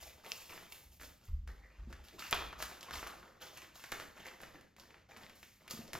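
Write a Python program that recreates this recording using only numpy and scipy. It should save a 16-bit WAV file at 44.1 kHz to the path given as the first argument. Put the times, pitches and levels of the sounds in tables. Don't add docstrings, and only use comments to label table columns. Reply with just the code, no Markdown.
import sys
import numpy as np
from scipy import signal
from scipy.fft import rfft, irfft, next_fast_len
from scipy.io import wavfile
from scipy.ndimage import uniform_filter1d

SR = 44100
rng = np.random.default_rng(int(sys.argv[2]) if len(sys.argv) > 2 else 0)


def wrap_up_sound(samples):
    columns = np.atleast_2d(samples).T
    tamed = np.clip(columns, -1, 1)
    steps = np.round(tamed * 32767).astype(np.int16)
    wavfile.write(sys.argv[1], SR, steps)


N = 264141
TOP_HZ = 15900

# (frequency [Hz], level [dB])
ROOM_TONE = [(20, -108), (60, -49), (200, -54), (500, -72), (2000, -76.5), (7000, -80), (15000, -110)]
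# (frequency [Hz], t60 [s])
ROOM_DECAY = [(150, 0.76), (1000, 0.54), (4000, 0.57), (9000, 0.52), (15000, 0.55)]
# (frequency [Hz], left-right correlation [0..1])
ROOM_CORRELATION = [(130, 0.67), (400, 0.65), (750, 0.023), (1100, 0.5), (1800, 1), (4000, 1), (14000, 1)]
# (frequency [Hz], phase [rad])
PORT_LEAD = [(2500, 0), (3300, 0.9), (5300, 0.5), (5800, 1.68), (6800, 0.98), (7600, 2), (10000, 4),
             (12200, 5), (13000, 2 * np.pi)]

# (frequency [Hz], level [dB], t60 [s])
TABLE_MODES = [(32.7, 4, 0.36), (51, -3.5, 1), (71, 3.5, 0.47)]
# (time [s], level [dB])
BUMPS = [(1.291, -31), (1.375, -59), (1.493, -50), (1.791, -63), (1.932, -53), (2.339, -47.5), (2.924, -54)]
# (start [s], length [s], level [dB])
LEANS = [(0.0, 0.21, -63.5), (0.858, 0.31, -59), (1.277, 0.26, -44.5), (1.782, 0.22, -47.5),
         (2.29, 0.37, -54.5), (2.899, 0.088, -47)]
# (frequency [Hz], level [dB])
RUMBLE_EQ = [(15, -56), (45, -4.5), (68, -5.5), (90, -23), (200, -31), (800, -100)]
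# (frequency [Hz], level [dB], t60 [s])
COVER_MODES = [(160, -2, 0.064), (226, 6.5, 0.052), (305, -5, 0.031)]
# (time [s], level [dB])
KNOCKS = [(1.873, -45.5), (5.172, -54), (5.737, -42), (5.773, -47), (5.791, -40.5), (5.836, -50)]

# (start [s], length [s], level [dB])
DRAGS = [(1.473, 0.037, -63), (1.619, 0.029, -60), (4.177, 0.14, -64.5)]
# (start [s], length [s], level [dB], bass weight [dB], crispness [dB])
STROKES = [ (0.0, 0.072, -45.5, -2, 9), (0.231, 0.099, -46, 1.5, 1), (0.275, 0.21, -50.5, -11, 11.5),
           (0.48, 0.17, -50.5, 3, 7.5), (0.69, 0.14, -60.5, -16, 18.5), (0.908, 0.058, -63.5, 5, 18),
           (1, 0.045, -46.5, 6, 12.5), (1.236, 0.02, -55, -32, 11), (1.48, 0.026, -53.5, 18, 9.5),
           (1.744, 0.52, -61.5, -14, -9), (1.888, 0.0093, -54, 19, 11), (2.033, 0.07, -52, -30, 10.5),
           (2.119, 0.093, -55, 16, 8), (2.179, 0.13, -41, -52, 7.5), (2.313, 0.064, -34.5, 5, -17),
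           (2.578, 0.049, -41.5, -10, 10), (2.68, 0.085, -50, 4.5, 8), (2.811, 0.3, -44, -7, -6),
           (2.922, 0.095, -39.5, -3, 11), (3.046, 0.26, -53, 5, 2.5), (3.402, 0.077, -46, -2, 10.5),
           (3.528, 0.11, -50.5, 0.5, 11.5), (3.74, 0.19, -51, -36, 12.5), (3.914, 0.034, -39.5, 4, 6),
           (3.984, 0.053, -48, 6, 11), (4.153, 0.14, -50, 2.5, 5), (4.24, 0.056, -44.5, -6, 5),
           (4.392, 0.079, -49.5, 6.5, 7), (4.527, 0.054, -50.5, 10, 1), (4.772, 0.058, -49, 3.5, 4),
           (4.886, 0.11, -63.5, 7, -8), (5.084, 0.069, -50, -0.5, 2), (5.162, 0.17, -53.5, 8.5, 7),
           (5.34, 0.24, -64.5, -16, 20.5), (5.604, 0.17, -57, 2, 2), (5.693, 0.044, -42.5, 4.5, 17.5),
           (5.76, 0.15, -53.5, 13, -2), (5.931, 0.085, -49, 22, 14)]
# (level [dB], bass weight [dB], crispness [dB])
FIDGET = (-64, 3.7, 0.5)
# (start [s], end [s])
FIDGET_PAUSES = [(0.84, 1.21), (1.3, 1.482), (4.56, 4.765), (5.019, 5.6)]
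# (frequency [Hz], level [dB])
PAPER_EQ = [(40, 14.5), (130, -5.5), (700, 5.5), (1500, -0.5), (2700, -1), (4200, -5.5), (5500, -6.5),
            (7200, -8.5), (10000, -11.5), (13500, -12.5), (16000, -22)]
# (frequency [Hz], level [dB])
FILM_EQ = [(40, 8), (130, -2.5), (700, 3.5), (1200, 1.5), (2400, -2.5), (3500, -6), (7000, -12.5),
           (10000, -19), (13500, -18), (16000, -30.5)]
# (time [s], frequency [Hz])
FILM_BEND = [(1.5, 1970), (2.25, 2740), (2.36, 1140), (3.2, 1270), (3.9, 1730), (4.5, 1870), (5.3, 1760),
             (6, 1950)]

# (time [s], level [dB], ring [Hz], overtone [dB])
CRACKS = [(0.3192, -23, 2650, 4), (0.7244, -38, 2380, 0), (1.024, -46, 1710, -6), (1.0344, -44, 1770, -8),
          (4.2859, -36.5, 2180, -4), (5.1645, -41, 2360, -6), (5.2655, -42, 2000, -2)]
# (time [s], strength [dB], ring [Hz], crispness [dB])
SNAPS = [ (0.2452, -23.5, 2000, -9), (0.263, -21, 2770, 0), (0.4988, -21.5, 1220, -10),
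         (0.529, -20, 1130, -28), (0.577, -16, 2200, -15), (0.7221, -26, 2410, 15), (0.765, -27, 2270, -20),
         (0.9974, -25, 1900, -5), (1.0127, -19.5, 1540, -5), (1.0321, -22.5, 1900, -6),
         (1.4752, -21.5, 1610, -3), (1.489, -23.5, 1490, -32), (1.927, -17.5, 1600, -5),
         (2.085, -26.5, 3800, 2), (2.193, -18.5, 4070, 2), (2.3102, -22.5, 1890, 23.5),
         (2.343, -28, 12000, 16.5), (2.4227, -9, 1070, -29), (2.5279, -12, 1130, -16),
         (2.6024, -11.5, 1170, -10), (2.619, -26, 6770, 13), (2.625, -7, 1510, 5.5), (2.713, -19, 1020, -3),
         (2.808, -22, 5250, 3.5), (2.829, -19.5, 2950, 5), (2.9094, -10, 1410, -7), (3.0283, -8, 1140, -27),
         (3.0662, -12, 1180, -18), (3.0714, -20.5, 2220, 11), (3.1243, -24, 2000, -11),
         (3.229, -21.5, 1270, -21), (3.573, -25.5, 2000, 11.5), (3.619, -21.5, 2400, -1),
         (3.6445, -21.5, 2500, -20), (3.839, -15, 1900, -1), (3.9192, -13.5, 2000, 9),
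         (3.9228, -4.5, 1750, -15), (3.9995, -11.5, 1380, -9), (4.178, -23.5, 1760, -13),
         (4.2665, -17, 870, -1), (4.403, -22, 1780, -9), (4.415, -37.5, 2340, 21.5),
         (4.4337, -15.5, 1780, -12), (4.61, -31.5, 2000, 3.5), (4.765, -29.5, 2000, 0.5),
         (4.798, -28, 4700, 7.5), (4.905, -24.5, 2290, -12), (4.942, -24, 2190, -16),
         (5.166, -22, 1090, -6), (5.171, -31, 3020, 10), (5.234, -22.5, 3040, -7),
         (5.2962, -24.5, 2270, -1), (5.4288, -20.5, 2300, -1), (5.6788, -19.5, 2220, 1),
         (5.7099, -18.5, 5050, 13.5), (5.878, -27, 5200, 2.5), (5.9328, -12, 1970, 6.5),
         (5.952, -8, 1150, -20)]
# (frequency [Hz], level [dB])
SNAP_EQ = [(50, -13.5), (200, -8.5), (1000, 0.5), (3000, -2), (6000, -6), (10000, -8), (14000, -14.5),
           (16000, -27)]
# (frequency [Hz], level [dB])
POP_EQ = [(100, -5), (500, 1), (1100, 9), (2400, 1), (2900, 1.5), (3350, 7), (4000, 1), (7000, -10.5),
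          (13000, -35), (16000, -31)]
# (frequency [Hz], level [dB], t60 [s])
POCKET_MODES = [(612, -4, 0.16), (1000, 12, 0.072), (1330, 10.5, 0.037), (2407, 13, 0.036),
                (3200, 9, 0.011)]


def amp(db):
    return 10 ** (np.asarray(db) / 20)


def unit_rms(x):
    return x / np.sqrt(np.mean(x ** 2) + 1e-20)


def curve(points, hz):
    point_hz, value = np.transpose(points)
    return np.interp(np.log(hz + 1), np.log(point_hz + 1), value)


def bell(hz, centre_hz, octaves):
    return np.exp(-(np.log2((hz + 1) / centre_hz) / octaves) ** 2)


def add(mix, start_s, sound):
    part = mix[round(start_s * SR):][:len(sound)]
    part += sound[:len(part)]


def noise(eq):
    return irfft(rfft(rng.standard_normal(N)) * amp(curve(eq, np.fft.rfftfreq(N, 1 / SR))), N)


def ring(modes):
    t = np.arange(SR) / SR
    return sum(amp(db - 60 * t / t60) * np.sin(2 * np.pi * hz * t) for hz, db, t60 in modes)


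def gesture(t, start, length, attack_s=0.017, ease_db=8, release_db_per_s=239):
    age = t - start
    fall_db = ease_db * np.clip(age / length, 0, 1) + release_db_per_s * np.maximum(age - length, 0)
    return np.clip(age / attack_s, 0, 1) * amp(-fall_db)


def touch(hz, weight_db, crisp_db):
    bass_db = weight_db * curve([(250, 1), (1000, 0)], hz)
    return bass_db + crisp_db * curve([(1800, 0), (5000, .6), (11000, 1)], hz)


def room_response(wet_db=-2, early_db=-9.5, early_s=0.0067):
    reflections = rng.standard_normal((2, SR)) * (rng.random((2, SR)) < 5000 / SR)
    hz, frame_s, (mid, side) = signal.stft(reflections, SR, nperseg=256)
    correlation = curve(ROOM_CORRELATION, hz)[:, None]
    mid, side = np.sqrt((1 + correlation) / 2) * mid, np.sqrt((1 - correlation) / 2) * side
    decay = amp(-60 * frame_s / curve(ROOM_DECAY, hz)[:, None])
    tail = signal.istft(np.array([mid + side, mid - side]) * decay, SR, nperseg=256)[1][:, :SR]
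    t = np.arange(SR) / SR
    tail *= np.clip(t / .004 - .5, 0, 1)
    early = np.exp(-t / early_s)
    early_gain = amp(early_db) * early / np.linalg.norm(tail[0] * early)
    return tail * np.hypot(amp(wet_db) / np.linalg.norm(tail[0]), early_gain)


def room_echo(send, positions=4, cycle_s=0.5):
    angle = np.pi * (np.arange(N) / SR / cycle_s + np.arange(positions)[:, None] / positions)
    fades = np.cos(angle) ** 4
    fades /= np.linalg.norm(fades, axis=0)
    return sum(signal.fftconvolve((send * fade)[None], room_response(), axes=1)[:, :N] for fade in fades)


def table_boom(attack_s=0.035, resting_db=-76, rumble_trim_db=-1):
    booms, t = np.zeros(N), np.arange(N) / SR
    boom = ring(TABLE_MODES) * (1 - np.exp(-t[:SR] / attack_s))
    for start, db in BUMPS:
        add(booms, start, amp(db) * boom)
    pressure = amp(resting_db) + sum(amp(db) * gesture(t, start, length) for start, length, db in LEANS)
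    return booms + unit_rms(noise(RUMBLE_EQ)) * amp(rumble_trim_db) * pressure


def cover_knocks(attack_s=0.0032):
    out = np.zeros(N)
    thud = ring(COVER_MODES) * (1 - np.exp(-np.arange(SR) / SR / attack_s))
    for start, db in KNOCKS:
        add(out, start, amp(db) * thud)
    return out


def finger_drags(film_hz=1930, octaves=0.23):
    t, hz = np.arange(N) / SR, np.fft.rfftfreq(N, 1 / SR)
    rub = unit_rms(irfft(rfft(rng.standard_normal(N)) * bell(hz, film_hz, octaves), N))
    return rub * sum(amp(db) * gesture(t, start, length) for start, length, db in DRAGS)


def slips(per_s, spread_db, hiss_db, low_hz, high_hz, decay_cycles, facets=24):
    sizes = amp(spread_db * np.minimum(rng.exponential(1, N), 3.5)) * rng.choice([-1, 1], N)
    clicks = sizes * (rng.random(N) < per_s / SR)
    facet = rng.integers(0, facets, N)
    crackle = np.zeros(N)
    for k, hz in enumerate(np.geomspace(low_hz, high_hz, facets)):
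        pole = np.exp((2j * np.pi - 1 / decay_cycles) * hz / SR)
        crackle += hz * signal.lfilter([1], [1, -pole], clicks * (facet == k)).imag
    return unit_rms(unit_rms(crackle) + amp(hiss_db) * rng.standard_normal(N))


def rubbing_gain(hz, t):
    fidgeting = 1. - sum((t > start) & (t < end) for start, end in FIDGET_PAUSES)
    envelopes = [fidgeting] + [gesture(t, start, length) for start, length, *_ in STROKES]
    contacts = [FIDGET] + [stroke[2:] for stroke in STROKES]
    tones = [amp(db + touch(hz, weight_db, crisp_db)) for db, weight_db, crisp_db in contacts]
    return np.sqrt(np.square(tones).T @ np.square(envelopes))


def rustle(paper_until_s=1.3, paper_db=-6.5, film_db=-6, bend_db=3, clump_db=3, fine_db=4):
    clumps = unit_rms(uniform_filter1d(uniform_filter1d(rng.standard_normal(N), size=500), size=100))
    coarse = slips(per_s=1100, spread_db=3.6, hiss_db=-2, low_hz=201.4, high_hz=4764, decay_cycles=3.73)
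    fine = slips(per_s=900, spread_db=1.5, hiss_db=4.5, low_hz=2870, high_hz=15000, decay_cycles=4.4)
    coarse *= amp(clump_db * clumps)
    fine *= amp(fine_db + clump_db * clumps / 2)
    frames = dict(nperseg=256, noverlap=192, nfft=512)
    hz, t, (coarse, fine) = signal.stft(np.array([coarse, fine]), SR, **frames)
    rubbing = rubbing_gain(hz, t)
    hz = hz[:, None]
    bend_hz = np.interp(t, *np.transpose(FILM_BEND))
    film_eq = film_db + curve(FILM_EQ, hz) + bend_db * bell(hz, bend_hz, octaves=0.21)
    sheet_eq = np.where(t < paper_until_s, paper_db + curve(PAPER_EQ, hz), film_eq)
    fine_share = curve([(2800, 0), (6000, 1)], hz)
    texture = np.sqrt(1 - fine_share) * coarse + np.sqrt(fine_share) * fine
    return signal.istft(texture * amp(sheet_eq) * rubbing, SR, **frames)[1][:N]


def sheet_cracks(overtone_ratio=2.04, decay_cycles=1.55):
    out, t = np.zeros(N), np.arange(1024) / SR
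    for start, db, hz, overtone_db in CRACKS:
        low, high = (np.exp(-f * t / decay_cycles) * np.sin(2 * np.pi * f * t)
                     for f in (hz, overtone_ratio * hz))
        add(out, start, amp(db) * (amp(overtone_db) * high - low))
    return out


def sharpest_pulse(eq_db):
    log_gain = np.log(amp(np.r_[eq_db, eq_db[-2:0:-1]]))
    return np.fft.ifft(np.exp(np.conj(signal.hilbert(log_gain)))).real[:len(eq_db)]


def sheet_flip(eq_db, chatter_db, chatter_s, delay_at_1khz_s=0.00039):
    t, hz = np.arange(4096) / SR, np.fft.rfftfreq(8192, 1 / SR)
    chatter = rng.standard_normal(len(t)) * np.exp(-t / chatter_s)
    push = signal.unit_impulse(len(t)) + amp(chatter_db) * chatter / np.linalg.norm(chatter)
    for _ in range(3):
        push = irfft(np.exp(1j * np.angle(rfft(push, 8192))))[:len(t)]
    pulse = signal.fftconvolve(push / np.linalg.norm(push), sharpest_pulse(eq_db))
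    dispersion = np.exp(-4j * np.pi * delay_at_1khz_s * np.sqrt(1000 * hz))
    return irfft(rfft(pulse, 8192) * dispersion)[:len(t)]


def crease_snaps(ring_db=7, trim_db=-2, raggedness=0.59):
    out, hz = np.zeros(N), np.fft.rfftfreq(2048, 1 / SR)
    for start, db, ring_hz, crisp_db in SNAPS:
        weight_db = 5 - 2 * np.log2(ring_hz / 2000)
        resonance_db = ring_db * bell(hz, ring_hz, octaves=0.5)
        eq_db = curve(SNAP_EQ, hz) + resonance_db + touch(hz, weight_db, crisp_db)
        snap = sheet_flip(eq_db, chatter_db=-4 - raggedness * db, chatter_s=0.0041)
        add(out, start, amp(db + trim_db) * snap)
    return out


def pocket_pop(start_s=2.3277, ring_db=-43):
    out, hz = np.zeros(N), np.fft.rfftfreq(2048, 1 / SR)
    add(out, start_s, sheet_flip(curve(POP_EQ, hz), chatter_db=-6, chatter_s=0.014))
    add(out, start_s, amp(ring_db) * ring(POCKET_MODES))
    return out


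def scene(crack_send_db=-7, knock_send_db=-7):
    sheets = rustle() + finger_drags() + crease_snaps() + pocket_pop()
    cracks, knocks = sheet_cracks(), cover_knocks()
    reverb = room_echo(sheets + amp(crack_send_db) * cracks + amp(knock_send_db) * knocks)
    return sheets + cracks + knocks + reverb + table_boom() + noise(ROOM_TONE)


def record(dry):
    size = next_fast_len(N + 4096)
    lead = curve(PORT_LEAD, np.fft.rfftfreq(size, 1 / SR))
    pair = irfft(rfft(dry, size) * np.exp(.5j * np.array([-lead, lead])), size)[:, :N]
    low_pass = signal.firwin(255, TOP_HZ, window=("kaiser", 9), fs=SR)
    return signal.oaconvolve(pair, low_pass[None], "same")


dry = scene()
out = record(dry)
wrap_up_sound(out)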